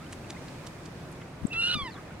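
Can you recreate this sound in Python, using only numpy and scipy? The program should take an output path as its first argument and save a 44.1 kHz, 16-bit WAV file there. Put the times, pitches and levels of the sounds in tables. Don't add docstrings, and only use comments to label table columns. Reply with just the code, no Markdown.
import sys
import numpy as np
from scipy import signal
from scipy.fft import rfft, irfft
from scipy.io import wavfile
from scipy.ndimage import uniform_filter1d

SR = 44100
rng = np.random.default_rng(int(sys.argv[2]) if len(sys.argv) > 2 else 0)


def generate_wav(signal):
    frames = np.transpose(np.atleast_2d(signal))
    scaled = np.clip(frames, -1, 1) * 32767
    pcm = np.round(scaled).astype(np.int16)
    wavfile.write(sys.argv[1], SR, pcm)


N = 97020
T = np.arange(N) / SR


def gain(db):
    return 10 ** (np.asarray(db) / 20)

def curves(table):
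    times, *columns = np.array(table, float).T
    gate = np.clip(np.minimum(T - times[0], times[-1] - T) / .0042 + 1, 0, 1)
    return [np.interp(T, times, c) for c in columns] + [gate]

def band(x, hz, width_hz):
    low = max(np.hypot(hz, width_hz / 2) - width_hz / 2, 10)
    edges = [low, min(low + width_hz, .45 * SR)]
    return signal.sosfilt(signal.butter(2, edges, "band", fs=SR, output="sos"), x)

def wobble(per_s):
    hold = int(SR / per_s)
    steps = np.repeat(rng.standard_normal(N // hold + 1), hold)
    return 1.82 * uniform_filter1d(uniform_filter1d(steps, hold), hold)[:N]

def phase(hz):
    return 2 * np.pi * np.cumsum(hz) / SR

def fade(start, decay_s):
    return (T > start) * np.exp(-np.abs(T - start) / decay_s)

def stereo(x, pan_db=0, lag_s=0):
    return np.array([np.interp(T - lag_s, T, x) * gain(pan_db / 2), x * gain(-pan_db / 2)])

def pips(table):
    out = np.zeros((2, N + SR))
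    for at, db, hz, half_s, glide, pan_db in table:
        u = np.arange(-int(half_s * SR), int(half_s * SR)) / (half_s * SR)
        start = max(int((at - half_s) * SR), 0)
        tone = gain(db) * np.exp(-5 * u ** 2) * np.sin(phase(hz * (1 + glide * u)))
        out[:, start:start + len(u)] += tone * gain(np.array([[pan_db], [-pan_db]]) / 2)
    return out[:, :N]

# frequency in Hz, relative level in dB.
LAKE_TONE = [(15, -44), (25, -14), (140, 0), (221, -6.5), (359, -7.5), (399, -11.5), (495, -11.5),
             (1270, -19), (2490, -23.5), (2850, -29.5), (8810, -37.5), (15500, -50)]
# frequency in Hz, dB of what the sides differ by against what they share.
LAKE_WIDTH = [(60, -27), (110, -20), (200, -17), (380, -7.5), (700, -8), (1290, -3.5), (2380, -1.5),
              (4400, 2), (8120, -1), (15000, 2)]
# time in seconds, relative level in dB.
LAKE_HISS = [(0, -63.5), (.55, -62.5), (1.0, -63.5), (1.45, -65.5), (1.9, -64.5), (2.2, -66)]

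def lake(level_db=-42.5, swell_db=.35, flicker_db=.6):
    octaves = np.log2(np.maximum(np.arange(N // 2 + 1) * SR / N, 1))
    def spectrum(table):
        hz, db = np.array(table).T
        return gain(np.interp(octaves, np.log2(hz), db))
    shared, side = (rfft(rng.standard_normal(N)) * spectrum(LAKE_TONE) for _ in range(2))
    side *= spectrum(LAKE_WIDTH)
    both = np.array([shared + side, shared - side])
    hiss_db = curves(LAKE_HISS)[0]
    out, swell = 0, swell_db * wobble(4.28)
    for centre in np.arange(4, 14.5, .5):
        share = np.clip(1 - 2 * np.abs(octaves - centre), 0, 1)
        drift = (hiss_db - hiss_db.mean()) * np.clip((centre - 10) / 2, 0, 1)
        out += irfft(both * share, N) * gain(drift + swell + flicker_db * wobble(12.58))
    return out * gain(level_db) / np.sqrt(np.mean(out ** 2))

def fizz(per_s=300, quietest_db=-62.5):
    when, pitch, loudness, length, side = rng.random((int(per_s * N / SR), 5)).T
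    hz = 1200 * 9 ** pitch
    db = quietest_db - 2.5 * np.log(1 - loudness)
    glide = np.full_like(hz, .1)
    return pips(zip(when * N / SR, db, hz, (3 + 8 * length) / hz, glide, 12 * (side - .5)))

# time in seconds, pitch in Hz, level in dB.
FAR_NOTE = [(0, 1150, -56), (.03, 1320, -57), (.065, 1450, -53), (.1, 1500, -55), (.125, 1500, -64)]

def far_call():
    hz, db, gate = curves(FAR_NOTE)
    angle = phase(hz * (1 + .025 * wobble(144)))
    tone = np.sin(angle) + .15 * np.sin(2 * angle)
    return stereo(np.sqrt(2) * gate * gain(db + 2 * wobble(64)) * tone)

# middle in seconds, level in dB, pitch in Hz, half-length in seconds,
# glide, pan in dB.
PLINKS = [(.045, -51, 2750, .008, .05, 8), (.066, -48, 3030, 0.0059, .05, -2),
          (.247, -51, 2680, .01, .05, -4), (.329, -48.5, 3680, 0.0066, .05, 1),
          (.351, -48, 2500, .01, .05, 5), (.37, -45, 2076, 0.018, 0.18, -2),
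          (1.908, -47.5, 1960, 0.027, 0.16, 0), (1.985, -42.5, 1194, .025, 0.13, 1),
          (2.11, -47, 1470, .015, 0.13, 0), (2.128, -61, 2230, .03, .4, 0)]

def drops():
    return pips(PLINKS)

# start in seconds, level in dB, frequency of the bright part in Hz, pan in dB.
WING_BEATS = [(.13, -27, 5250, 2), (.3055, -30.5, 4100, 1.5), (0.484, -40, 2780, 0),
              (0.671, -30, 5200, -3.5), (.861, -36, 4440, -4)]

def wing_slaps(lead_s=.0045, slap_s=.001, spray_s=.012, body_hz=1940):
    out = 0
    for at, db, hz, pan_db in WING_BEATS:
        tick = gain(-5) * fade(at - lead_s, slap_s)
        spray = gain(-14) * np.exp(-np.abs(T - at) / spray_s)
        water = rng.standard_normal(N) * (tick + fade(at, slap_s) + spray)
        burst = band(water, hz, 1.4 * hz) + gain(.5) * band(water, body_hz, 3000)
        burst = signal.sosfilt(signal.butter(4, 10000, fs=SR, output="sos"), burst)
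        out += stereo(gain(db) * burst * np.sqrt(SR / (8 * hz)), pan_db, lag_s=3e-5)
    return out

# start in seconds, level in dB, frequency in Hz, band width in Hz, pan in dB.
DROPLETS = [(.318, -48, 6400, 3000, 0), (.834, -55, 7500, 2000, 0), (1.117, -47, 9800, 4000, -2),
            (1.126, -44.5, 7500, 2500, -5), (1.4682, -35.5, 7830, 1290, -10), (1.938, -55, 9000, 2500, 0)]

def droplet_ticks(crack_s=.00089, tail_s=.0054):
    out = 0
    for at, db, hz, width_hz, pan_db in DROPLETS:
        burst = rng.standard_normal(N) * (fade(at, crack_s) + gain(-12) * fade(at, tail_s))
        tick = band(band(burst, hz, width_hz), hz, 2 * width_hz)
        out += stereo(gain(db) * np.sqrt(SR / 4 / width_hz) * tick, pan_db)
    return out

# middle in seconds, level in dB, frequency in Hz, half-length in seconds.
PLOPS = [(1.22, -46, 2050, .006), (1.957, -46, 890, .01), (1.978, -46.5, 1310, 0.013)]

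def plops():
    out = 0
    for at, db, hz, half_s in PLOPS:
        water = band(band(rng.standard_normal(N), hz, hz), hz, hz)
        swell = np.exp(-((T - at) / half_s) ** 2)
        out += stereo(gain(db) * np.sqrt(SR / 2 / hz) * water * swell)
    return out

# peak time in seconds, level in dB, pitch in Hz, build-up in seconds.
PUFFS = [(1.436, -27.5, 87, 0.01), (1.4528, -10.5, 208, 0.0032), (1.755, -21, 180, 0.0017),
         (1.7664, -25, 216, 0.0031), (1.7745, -22.5, 197, 0.0024), (1.817, -29, 130.4, 0.0035),
         (1.836, -25.5, 93.7, 0.0064)]

def wind_buffets(stop_s=.002, right_db=-24):
    out = 0
    for at, db, hz, build_s in PUFFS:
        rise = np.exp(-np.abs(T - at) / build_s)
        fall = np.exp(-((T - at) / stop_s) ** 2 / 2)
        out += gain(db) * np.cos(2 * np.pi * hz * (T - at)) * np.where(T < at, rise, fall)
    return out * gain([[0], [right_db]])

# time in seconds, pitch in Hz, level in dB.
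WHISTLE = [(1.5, 2636, -58), (1.51, 2616, -42.5), (1.526, 2780, -32), (1.533, 2720, -52)]

def tern_whistle():
    hz, db, gate = curves(WHISTLE)
    return gate * gain(db) * np.sin(phase(hz))

# time in seconds, pitch in Hz, levels of harmonics 1 and 2 in dB,
# roughness from 0 to 1. A harmonic is a tone at a whole multiple of the pitch.
HIGH_VOICE = [(1.531, 1300, -58, -32.5, 0.65), (1.54, 1317, -51.5, -34.5, 0.6),
              (1.56, 1334, -43.5, -31.5, 0.25), (1.578, 1360, -41.5, -28, 0.1), (1.59, 1373, -41, -26, 0.1),
              (1.606, 1385, -41, -24.5, 0.08), (1.614, 1392, -46, -26, 0.48),
              (1.64, 1415, -43, -22.5, 0.37), (1.675, 1439, -40.5, -25, 0.54), (1.7, 1464, -37, -26, 0.55),
              (1.74, 1471, -36.5, -26.5, 0.57), (1.748, 1457, -42, -29, 0.56)]
# middle in seconds, depth in dB, half-length in seconds.
VOICE_CATCHES = [(1.613, 4.5, 0.0032), (1.632, 9, 0.0027), (1.649, 5.5, 0.0019), (1.658, 4, 0.0021),
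                 (1.666, 5, 0.0019), (1.68, 4.5, 0.0025), (1.69, 5, 0.0023), (1.698, 3.5, 0.002),
                 (1.709, 16, 0.00313), (1.722, 17.5, 0.0019), (1.733, 19, 0.0024)]
# frequency in Hz, band width in Hz, level in dB against harmonic 2.
THROAT_AIR = [(1540, 700, -25), (3700, 1300, -18.5), (5500, 680, -32), (8470, 2400, -30)]
HIGH_TOP_DB = [-18.5, -28.5, -32, -30, -35, -47]
BETWEEN_DB = [-26, -16.5, -36]

def tern_high_voice(sag_per_db=.004, between_end_s=1.58):
    hz, db1, db2, rough, gate = curves(HIGH_VOICE)
    dip_db = sum(db * np.exp(-((T - at) / half_s) ** 2) for at, db, half_s in VOICE_CATCHES)
    angle = phase(hz * (1 - sag_per_db * dip_db + .015 * rough * wobble(450)))
    top = sum(gain(db + 3.4 * rough * wobble(200)) * np.sin(k * angle)
              for k, db in enumerate(HIGH_TOP_DB, 3))
    between = sum(gain(db + 3.9 * wobble(149.6)) * np.sin((k + .5) * angle)
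                  for k, db in enumerate(BETWEEN_DB, 1))
    between *= np.clip((between_end_s - T) / .012, 0, 1)
    rasp = rough * gain(3.5 * wobble(120))
    rasp *= sum(gain(db) * np.sqrt(SR / width) * band(rng.standard_normal(N), centre, width)
                for centre, width, db in THROAT_AIR)
    first = gain(db1 + 3.2 * rough * wobble(200)) * np.sin(angle)
    overtones = gain(-dip_db) * np.sin(2 * angle) + gain(-dip_db / 3) * top
    return gate * (first + gain(db2) * (overtones + between + rasp)), angle

# time in seconds, pitch in Hz, level in dB.
LOW_ENTRY = [(1.606, 1228, -73), (1.615, 1218, -43), (1.66, 1237, -53), (1.7, 1237, -42),
             (1.745, 1229, -42)]
BLEND = [(0, 1), (0, 2), (0, 3), (2, 1), (1, 1), (1, 2), (3, 1)]
BLEND_DB = [-21, -10, 0.5, 1, -1, -14, -11]

def tern_voices_mixing(high_angle):
    hz, level_db, gate = curves(LOW_ENTRY)
    low_angle = phase(hz * (1 + .012 * wobble(200)))
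    return gate * sum(gain(level_db + db + 3.1 * wobble(120)) * np.sin(a * high_angle + b * low_angle)
                      for (a, b), db in zip(BLEND, BLEND_DB))

# time in seconds, pitch in Hz, levels of harmonics 1 to 4 in dB.
LOW_VOICE = [(1.748, 1237, -37.5, -45, -38, -50), (1.76, 1212, -35.5, -45, -33, -52),
             (1.78, 1186, -41.5, -44, -41.5, -50), (1.818, 1114, -36.5, -44.5, -37, -53.5),
             (1.846, 1050, -47, -45, -49, -54), (1.866, 998, -40, -42, -47.5, -48.5),
             (1.884, 895, -42.5, -43, -50, -53), (1.892, 892, -42.5, -52, -62, -54),
             (1.9, 896, -53, -44, -50, -61)]
# their numbers, then their starting levels in dB against harmonic 4.
LOW_TOP = [5, 6, 8, 9]
LOW_TOP_DB = [-5.5, -15, -13, -9]

def tern_low_voice(waver=.0054, fade_db_per_s=25):
    hz, *levels, gate = curves(LOW_VOICE)
    angle = phase(hz * (1 + waver * wobble(240)))
    body = sum(gain(db + 1.17 * wobble(100)) * np.sin(k * angle) for k, db in enumerate(levels, 1))
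    fading_db = levels[3] - fade_db_per_s * (T - LOW_VOICE[0][0])
    top = sum(gain(fading_db + db + 3.2 * wobble(60.4)) * np.sin(k * angle)
              for k, db in zip(LOW_TOP, LOW_TOP_DB))
    return gate * (body + top)

# time in seconds, how much later the left side hears it in seconds.
TERN_TURN = [(1.74, 7e-5), (1.76, 5e-5)]

def with_shore_echo(call, echo_db=-19, decay_s=.03):
    t = np.arange(int(.15 * SR)) / SR
    scatter = rng.standard_normal((2, len(t))) * np.exp(-t / decay_s) / np.sqrt(decay_s * SR / 2)
    echo = signal.fftconvolve(call[None], scatter, axes=1)[:, :N]
    return stereo(call, lag_s=curves(TERN_TURN)[0]) + gain(echo_db) * echo

# middle in seconds, level in dB, pitch in Hz, half-length in seconds,
# glide, pan in dB.
TRILL_NOTES = [(1.9, -56, 5270, 0.0091, -.05, 0), (1.911, -48.5, 4700, 0.0068, -.05, 4),
               (1.922, -47, 4345, .008, -.03, 0), (1.933, -47, 4080, .008, -0.036, 6),
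               (1.944, -45, 3970, 0.0057, -.02, 7), (1.954, -51, 3650, .008, -.02, 0),
               (1.965, -49, 3400, .01, 0, 0)]

def trill():
    return pips(TRILL_NOTES)

def scene():
    whistle = tern_whistle()
    high, high_angle = tern_high_voice()
    screech = np.sqrt(2) * (whistle + high + tern_voices_mixing(high_angle) + tern_low_voice())
    birds = with_shore_echo(screech) + far_call() + trill()
    water = fizz() + drops() + wing_slaps() + droplet_ticks() + plops() + lake()
    return birds + water + wind_buffets()

def record(dry, shade_hz=1210, shade_db=-2.5, top_hz=15850):
    bass = signal.lfilter(*signal.butter(1, shade_hz, fs=SR), dry[0])
    left = bass + gain(shade_db) * (dry[0] - bass)
    return signal.sosfilt(signal.ellip(10, .2, 80, top_hz, fs=SR, output="sos"), [left, dry[1]])


dry = scene()
out = record(dry)
generate_wav(out)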